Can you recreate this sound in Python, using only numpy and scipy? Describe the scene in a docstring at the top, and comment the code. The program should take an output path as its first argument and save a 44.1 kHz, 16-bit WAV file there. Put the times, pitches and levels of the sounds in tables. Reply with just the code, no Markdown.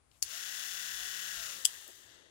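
"""Over faint noise and a low hum, a button clicks and fingers brush a small cordless rotary tool.
Held close over a workbench, the tool spins up to a steady whine with a dry rubbing hiss.
Its ball bearing rattles in a pattern that repeats with the shaft and with the slower ball cage.
The power is cut; a low hum swells and the button snaps back while the shaft coasts down under friction.
The hiss dulls, and the bearing squeals faintly just before rest."""
import sys
import numpy as np
from scipy import signal
from scipy.fft import rfft, irfft, next_fast_len
from scipy.io import wavfile
from scipy.ndimage import map_coordinates

SR = 44100
rng = np.random.default_rng(int(sys.argv[2]) if len(sys.argv) > 2 else 0)


def dump(signal):
    """Clip the signal to [-1, 1] and save it as 16-bit WAV at the path in sys.argv[1]."""
    limited = np.clip(np.atleast_2d(signal).T, -1, 1)
    pcm = np.round(limited * 32767).astype(np.int16)
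    wavfile.write(sys.argv[1], SR, pcm)


N = 101429

# Background noise. Each row: frequency in Hz, gain in dB.
FLOOR_SPECTRUM = [(25, -28), (70, -9), (160, -18), (450, -23), (1100, -22.5), (1900, -28.5), (6000, -35.5),
                  (10000, -28), (15000, -77)]
# Low hum. Each row: time in seconds, relative level in dB.
HUM_LEVELS = [(.05, -81), (.7, -81), (1.0, -68.5), (1.25, -78), (1.38, -82), (1.5, -79), (1.6, -90)]
# Button snaps. Each row: time in seconds, then relative level, slide, treble tilt and spring, all in dB.
BUTTON_SNAPS = [(.114,-61.5,-37,-34,-20),(.2258,-23.5,-14,1,-12),(1.6523,-16,-11,-4,-41),(1.878,-47,-20,14,-25)]
# Click colour. Each row: frequency in Hz, gain in dB.
BUTTON_SPECTRUM = [(300, -36), (900, -42), (1800, -26.5), (2250, -25), (2700, -14.5), (3300, -9),
                   (3800, -15), (4150, -18), (4750, -4), (6300, -5), (7200, -0.5), (8300, -11),
                   (10700, -6.5), (12300, -18), (14400, -9.5), (15800, -19.5)]
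# Button spring. Each entry: mode frequency in Hz.
SPRING_MODES_HZ = [4400,4900,5330]
# Band-noise swells. Each row: peak time and half-width in seconds, centre in Hz, relative level in dB.
SOFT_SWELLS = [(0.153, 0.046, 2970, -76), (0.18, 0.11, 7600, -74), (.24, 0.037, 66, -65.5),
               (1.41, 0.14, 48.3, -71), (1.59, 0.096, 290, -70.5), (1.893, 0.025, 435, -61.5),
               (2.082, 0.079, 80, -76), (2.18, 0.34, 418, -72)]
# Bearing rattle. Each row: time in seconds, relative level in dB.
RATTLE_LEVELS = [(.22, -59), (.26, -54.5), (.33, -44.5), (.45, -44.5), (.65, -43), (1.1, -43.5),
                 (1.45, -44), (1.55, -48), (1.63, -58), (1.8, -65.5), (2.0, -77), (2.3, -101)]
# Housing response. Each row: frequency in Hz, gain in dB.
HOUSING_SPECTRUM = [(150,-30),(300,-39),(390,-17),(480,-39),(860,-35.5),(1080,-13),(1330,-8),(1950,-0.5),(2250,-9),(2850,-1),(3200,-8.5),(3450,-2),(4350,-6),(5800,-1.5),(7200,-4.5),(7900,-14),(10500,-9.5),(12200,-15),(15700,-10)]
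# Narrow housing resonances. Each row: centre in Hz, width in Hz, lift in dB.
HOUSING_MODES = [(3050, 60, 4), (3430, 110, 4), (3840, 70, 3), (7010, 100, 3), (9050, 100, 4),
                 (10500, 130, 6), (13800, 90, 5), (14400, 150, 7)]
# Rubbing of bearing and brushes. Each row: time in seconds, relative level in dB.
RUB_LEVELS = [(.23, -59), (.3, -52.5), (1.3, -51.5), (1.7, -50.5), (1.85, -55), (2.0, -60), (2.13, -58.5),
              (2.3, -65)]
# Rubbing colour. Each row: frequency in Hz, gain in dB.
RUB_SPECTRUM = [(150, -19.5), (400, -10), (900, -6.5), (1500, -2.5), (1850, 7.5), (2300, -9), (2900, 1),
                (3450, 4.5), (4200, -1.5), (5500, -2), (6300, 3.5), (8500, -3.5), (10800, -2), (11900, -18),
                (13800, 0.5), (15800, -12.5)]
# Whine partials. Each row: multiple of the shaft rate, added multiple of the cage rate.
WHINE_ORDERS = [(1, 0), (2, 0), (3, 1), (4, 0), (5, 1), (7, 1), (8, 0), (8, 2), (9, 1), (10, -1), (10, 1),
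                (10, 2), (15, 2), (18, 3), (6, 2), (7, 2), (16, 3), (18, 2), (21, 0), (25, 3), (10, 0)]
# Each entry: relative level of the matching partial in dB.
WHINE_LEVELS_DB = [-78,-85,-77,-69,-75,-69,-63,-62,-56,-63,-61,-60.5,-61,-59.5,-72,-67,-61.5,-62,-63.5,-64.5,-64.5]
# Whine level as the grip shifts. Each row: time in seconds, lift in dB.
GRIP_LIFT = [(.3, -5), (.7, -3), (1.0, 0), (1.3, 0), (1.5, 1), (1.7, -9)]
# Bearing squeal. Each row: time in seconds, pitch in Hz, relative level in dB.
SQUEAL_PATH = [(2.1, 8050, -91), (2.15, 7950, -68), (2.18, 7300, -89), (2.22, 7300, -97)]
# Loss at the far, right microphone. Each row: frequency in Hz, loss in dB.
FAR_LOSS = [(100, 8), (380, 18.5), (1300, 16.5), (2400, 10.5), (4400, 24), (8100, 9.5), (15000, 5.5)]
# Room decay. Each row: frequency in Hz, T60 in seconds.
ROOM_DECAY = [(200, .25), (3000, .2), (14000, .14)]

FLOOR_DB, HUM_HZ = -69, 58
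SLIDE_S, SLIDE_RISE_DB = .0043, 11
SNAP_HOLD_S, SNAP_T60_S, SPRING_T60_S = .0013, .012, .04
SWELL_HALF_BAND_OCT = .68
ON_S, CUT_S, SPIN_UP_S = .227, 1.318, .05
RUN_HZ, SAG_HZ_PER_S, BRAKE_HZ_PER_S = 185.7, 2.1, 178
CAGE_RATIO = .1915  # cage turns per shaft turn
CAGE_SWING, SHAFT_SWING, LOAD_WANDER = .29, .18, .063
GRIT_ABOVE_HZ, FLUTTER_NOISE_SHARE, GRIT_NOISE_SHARE = 7550, .09, .53
DULL_DB, DULL_ABOVE_HZ, DULL_SHAFT_HZ = -30, 6400, 62
BENCH_DELAY_S, BENCH_DB = .008, -12.5
SCATTER_DECAY_S, SCATTER_DB, FAR_DELAY_S = .012, 3, .0002506
ROOM_DB, TOP_HZ = -19, 15900
TIME_S = np.arange(N) / SR


def amp(db):
    """Decibels to gain."""
    return 10 ** (np.asarray(db) / 20)


def unit(x):
    """Scale to rms 1."""
    return x / np.sqrt(np.mean(x ** 2) + 1e-20)


def along(points, hz):
    """Interpolate (Hz, value) points on a log axis."""
    knots_hz, values = np.transpose(points)
    return np.interp(np.log(hz + 1), np.log(knots_hz + 1), values)


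def curves(rows):
    """One value per sample for each column after the time."""
    knots_s, *columns = np.transpose(rows)
    return [np.interp(TIME_S, knots_s, column) for column in columns]


def wobble(rate_hz):
    """Smooth random curve with knots at rate_hz."""
    return map_coordinates(rng.standard_normal(int(N * rate_hz / SR) + 4), [TIME_S * rate_hz])


def filtered(x, response):
    """Apply a frequency response."""
    size = next_fast_len(N + SR // 2)
    return irfft(rfft(x, size) * response(np.fft.rfftfreq(size, 1 / SR)), size)[..., :N]


def causal(gain):
    """Minimum-phase response with this gain."""
    cepstrum = irfft(np.log(gain + 1e-9))
    half = len(cepstrum) // 2
    cepstrum[1:half] *= 2
    cepstrum[half + 1:] = 0
    return np.exp(rfft(cepstrum))


def noise(spectrum):
    """Coloured noise of rms 1."""
    return unit(filtered(rng.standard_normal(N), lambda f: amp(along(spectrum, f))))


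def background():
    """Steady noise and a wavering hum, both louder on the left."""
    floor = amp(FLOOR_DB) * np.array([noise(FLOOR_SPECTRUM), amp(-8) * noise(FLOOR_SPECTRUM)])
    hum = amp(curves(HUM_LEVELS)[0] + 4.3 * wobble(6)) * np.sin(2 * np.pi * HUM_HZ * TIME_S)
    return floor + hum * amp([[4], [-2]])


def button():
    """The latch slides, snaps home and rings its spring."""
    out = np.zeros(N)
    for snap_s, db, slide_db, treble_db, spring_db in BUTTON_SNAPS:
        t = TIME_S - snap_s
        after_s = np.maximum(t, 0)
        slide = amp(slide_db + SLIDE_RISE_DB * np.minimum(t, 0) / SLIDE_S) * (t > -SLIDE_S) * (t < 0)
        snap = amp(-60 * np.maximum(t - SNAP_HOLD_S, 0) / SNAP_T60_S) * (t >= 0)
        burst = np.sign(rng.standard_normal(N)) * (slide + snap)
        colour_db = lambda f: along(BUTTON_SPECTRUM, f) + treble_db * np.log2(1 + f / 5000)
        click = filtered(burst, lambda f: causal(unit(amp(colour_db(f)))))
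        modes = sum(np.sin(2 * np.pi * hz * after_s) for hz in SPRING_MODES_HZ)
        spring = amp(spring_db - 60 * after_s / SPRING_T60_S) * modes
        out += amp(db) * (click + spring)
    return out


def soft_swells():
    """Soft swells of band noise: finger brushes, rustle and a low swell of hum."""
    out = np.zeros(N)
    for peak_s, half_width_s, hz, db in SOFT_SWELLS:
        bandpass = lambda f: 1 / (1 + (np.log2((f + 1) / hz) / SWELL_HALF_BAND_OCT) ** 4)
        band = unit(filtered(rng.standard_normal(N), bandpass))
        out += amp(db) * band * np.exp(-2 * ((TIME_S - peak_s) / half_width_s) ** 2)
    return out


def shaft_speed_hz():
    """Quick spin-up, slight sag, then steady braking by friction."""
    driven_s = np.clip(TIME_S, ON_S, CUT_S) - ON_S
    driven_hz = RUN_HZ * (1 - np.exp(-driven_s / SPIN_UP_S)) - SAG_HZ_PER_S * driven_s
    return np.maximum(driven_hz - BRAKE_HZ_PER_S * np.maximum(TIME_S - CUT_S, 0), 0)


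def housing(f):
    """Housing response: a broad shape plus narrow resonances."""
    modes_db = sum(db / (1 + (2 * (f - hz) / width_hz) ** 2) for hz, width_hz, db in HOUSING_MODES)
    return causal(amp(along(HOUSING_SPECTRUM, f) + modes_db))


def rattle(turns):
    """Balls run over a rough track, pressing harder once per cage turn; the housing rings."""
    shaft_rad = 2 * np.pi * turns
    cage_rad = CAGE_RATIO * shaft_rad
    track = np.zeros(N)
    for cage_order in range(-2, 4):
        profile = np.fft.ifft(np.exp(2j * np.pi * rng.random(115)), 4096)  # roughness over one turn
        roughness = np.interp(turns, np.arange(len(profile)) / len(profile), profile, period=1)
        track += np.real(roughness * np.exp(1j * cage_order * cage_rad))
    force = lambda share: np.sqrt(1 - share) * unit(track) + np.sqrt(share) * rng.standard_normal(N)
    strokes = np.exp(SHAFT_SWING * sum(np.cos(k * shaft_rad) for k in range(1, 4)))
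    load = np.exp(LOAD_WANDER * wobble(90) - CAGE_SWING * np.cos(cage_rad))
    low = lambda f: 1 / (1 + (f / GRIT_ABOVE_HZ) ** 8)
    flutter = force(FLUTTER_NOISE_SHARE) * strokes * load
    flutter = filtered(flutter, lambda f: housing(f) * np.sqrt(low(f)))
    grit = filtered(force(GRIT_NOISE_SHARE) * strokes, lambda f: housing(f) * np.sqrt(1 - low(f)))
    return amp(curves(RATTLE_LEVELS)[0]) * unit(flutter + grit)


def rub(speed_hz, turns):
    """Bearing and brushes slide: a grainy hiss, duller at low speed."""
    hiss = unit(noise(RUB_SPECTRUM) * amp(.44 * wobble(300) + .47 * np.cos(2 * np.pi * turns)))
    treble = filtered(hiss, lambda f: f ** 4 / (f ** 4 + DULL_ABOVE_HZ ** 4))
    slowness = np.clip(1 - speed_hz / DULL_SHAFT_HZ, 0, 1)
    hiss += treble * (amp(DULL_DB * slowness) - 1)
    return amp(curves(RUB_LEVELS)[0]) * hiss


def whine(speed_hz, turns):
    """Clean partials of shaft and cage; the high ones need full speed."""
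    out = np.zeros(N)
    grip_db, = curves(GRIP_LIFT)
    for (shaft_order, cage_order), db in zip(WHINE_ORDERS, WHINE_LEVELS_DB):
        exponent = 1 if shaft_order < 6 else 5
        level = amp(db + grip_db + 2 * wobble(20)) * (speed_hz / RUN_HZ) ** exponent
        cycles = (shaft_order + cage_order * CAGE_RATIO) * turns + rng.random()
        out += np.sqrt(2) * level * np.sin(2 * np.pi * cycles)
    return out


def squeal():
    """The bearing gives a thin falling tone near rest."""
    hz, db = curves(SQUEAL_PATH)
    cycles = np.cumsum(hz + 40 * wobble(130)) / SR
    return amp(db) * np.sin(2 * np.pi * cycles) * (TIME_S > SQUEAL_PATH[0][0])


def far_microphone(x):
    """Direct sound plus reflections off bench clutter, later and a little stronger."""
    t = np.arange(SR // 20) / SR
    cluster = rng.standard_normal(len(t)) * np.exp(-t / SCATTER_DECAY_S)
    early = amp(SCATTER_DB) * signal.fftconvolve(x, cluster / np.linalg.norm(cluster))[:N]
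    mix = (x + early) / np.hypot(1, amp(SCATTER_DB))
    return filtered(mix, lambda f: amp(-along(FAR_LOSS, f)) * np.exp(-2j * np.pi * f * FAR_DELAY_S))


def room(x):
    """Short diffuse tail, different at each microphone."""
    hz, t, spectra = signal.stft(rng.standard_normal((2, SR // 2)), SR, nperseg=256)
    decay = amp(-60 * t / along(ROOM_DECAY, hz)[:, None])
    tail = signal.istft(spectra * decay, SR, nperseg=256)[1]
    return signal.fftconvolve(x[None], tail / np.linalg.norm(tail[0]), axes=1)[:, :N]


def scene():
    """The tool is close to the left microphone; bench and room reflect."""
    speed_hz = shaft_speed_hz()
    turns = np.cumsum(speed_hz * (1 + .00064 * wobble(25.38))) / SR
    motor = (whine(speed_hz, turns) + rattle(turns) + rub(speed_hz, turns) + squeal()) * (speed_hz > 0)
    swells = soft_swells()
    clicks = button()
    bench_echo = filtered(clicks, lambda f: amp(BENCH_DB) * np.exp(-2j * np.pi * f * BENCH_DELAY_S))
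    near = 2 * (motor + swells + clicks + bench_echo)
    return np.array([near, far_microphone(near)]) + background() + amp(ROOM_DB) * room(near)


def record(dry):
    """Steep low-pass at the band limit."""
    return filtered(dry, lambda f: 1 / (1 + (f / TOP_HZ) ** 120))


dry = scene()
out = record(dry)
dump(out)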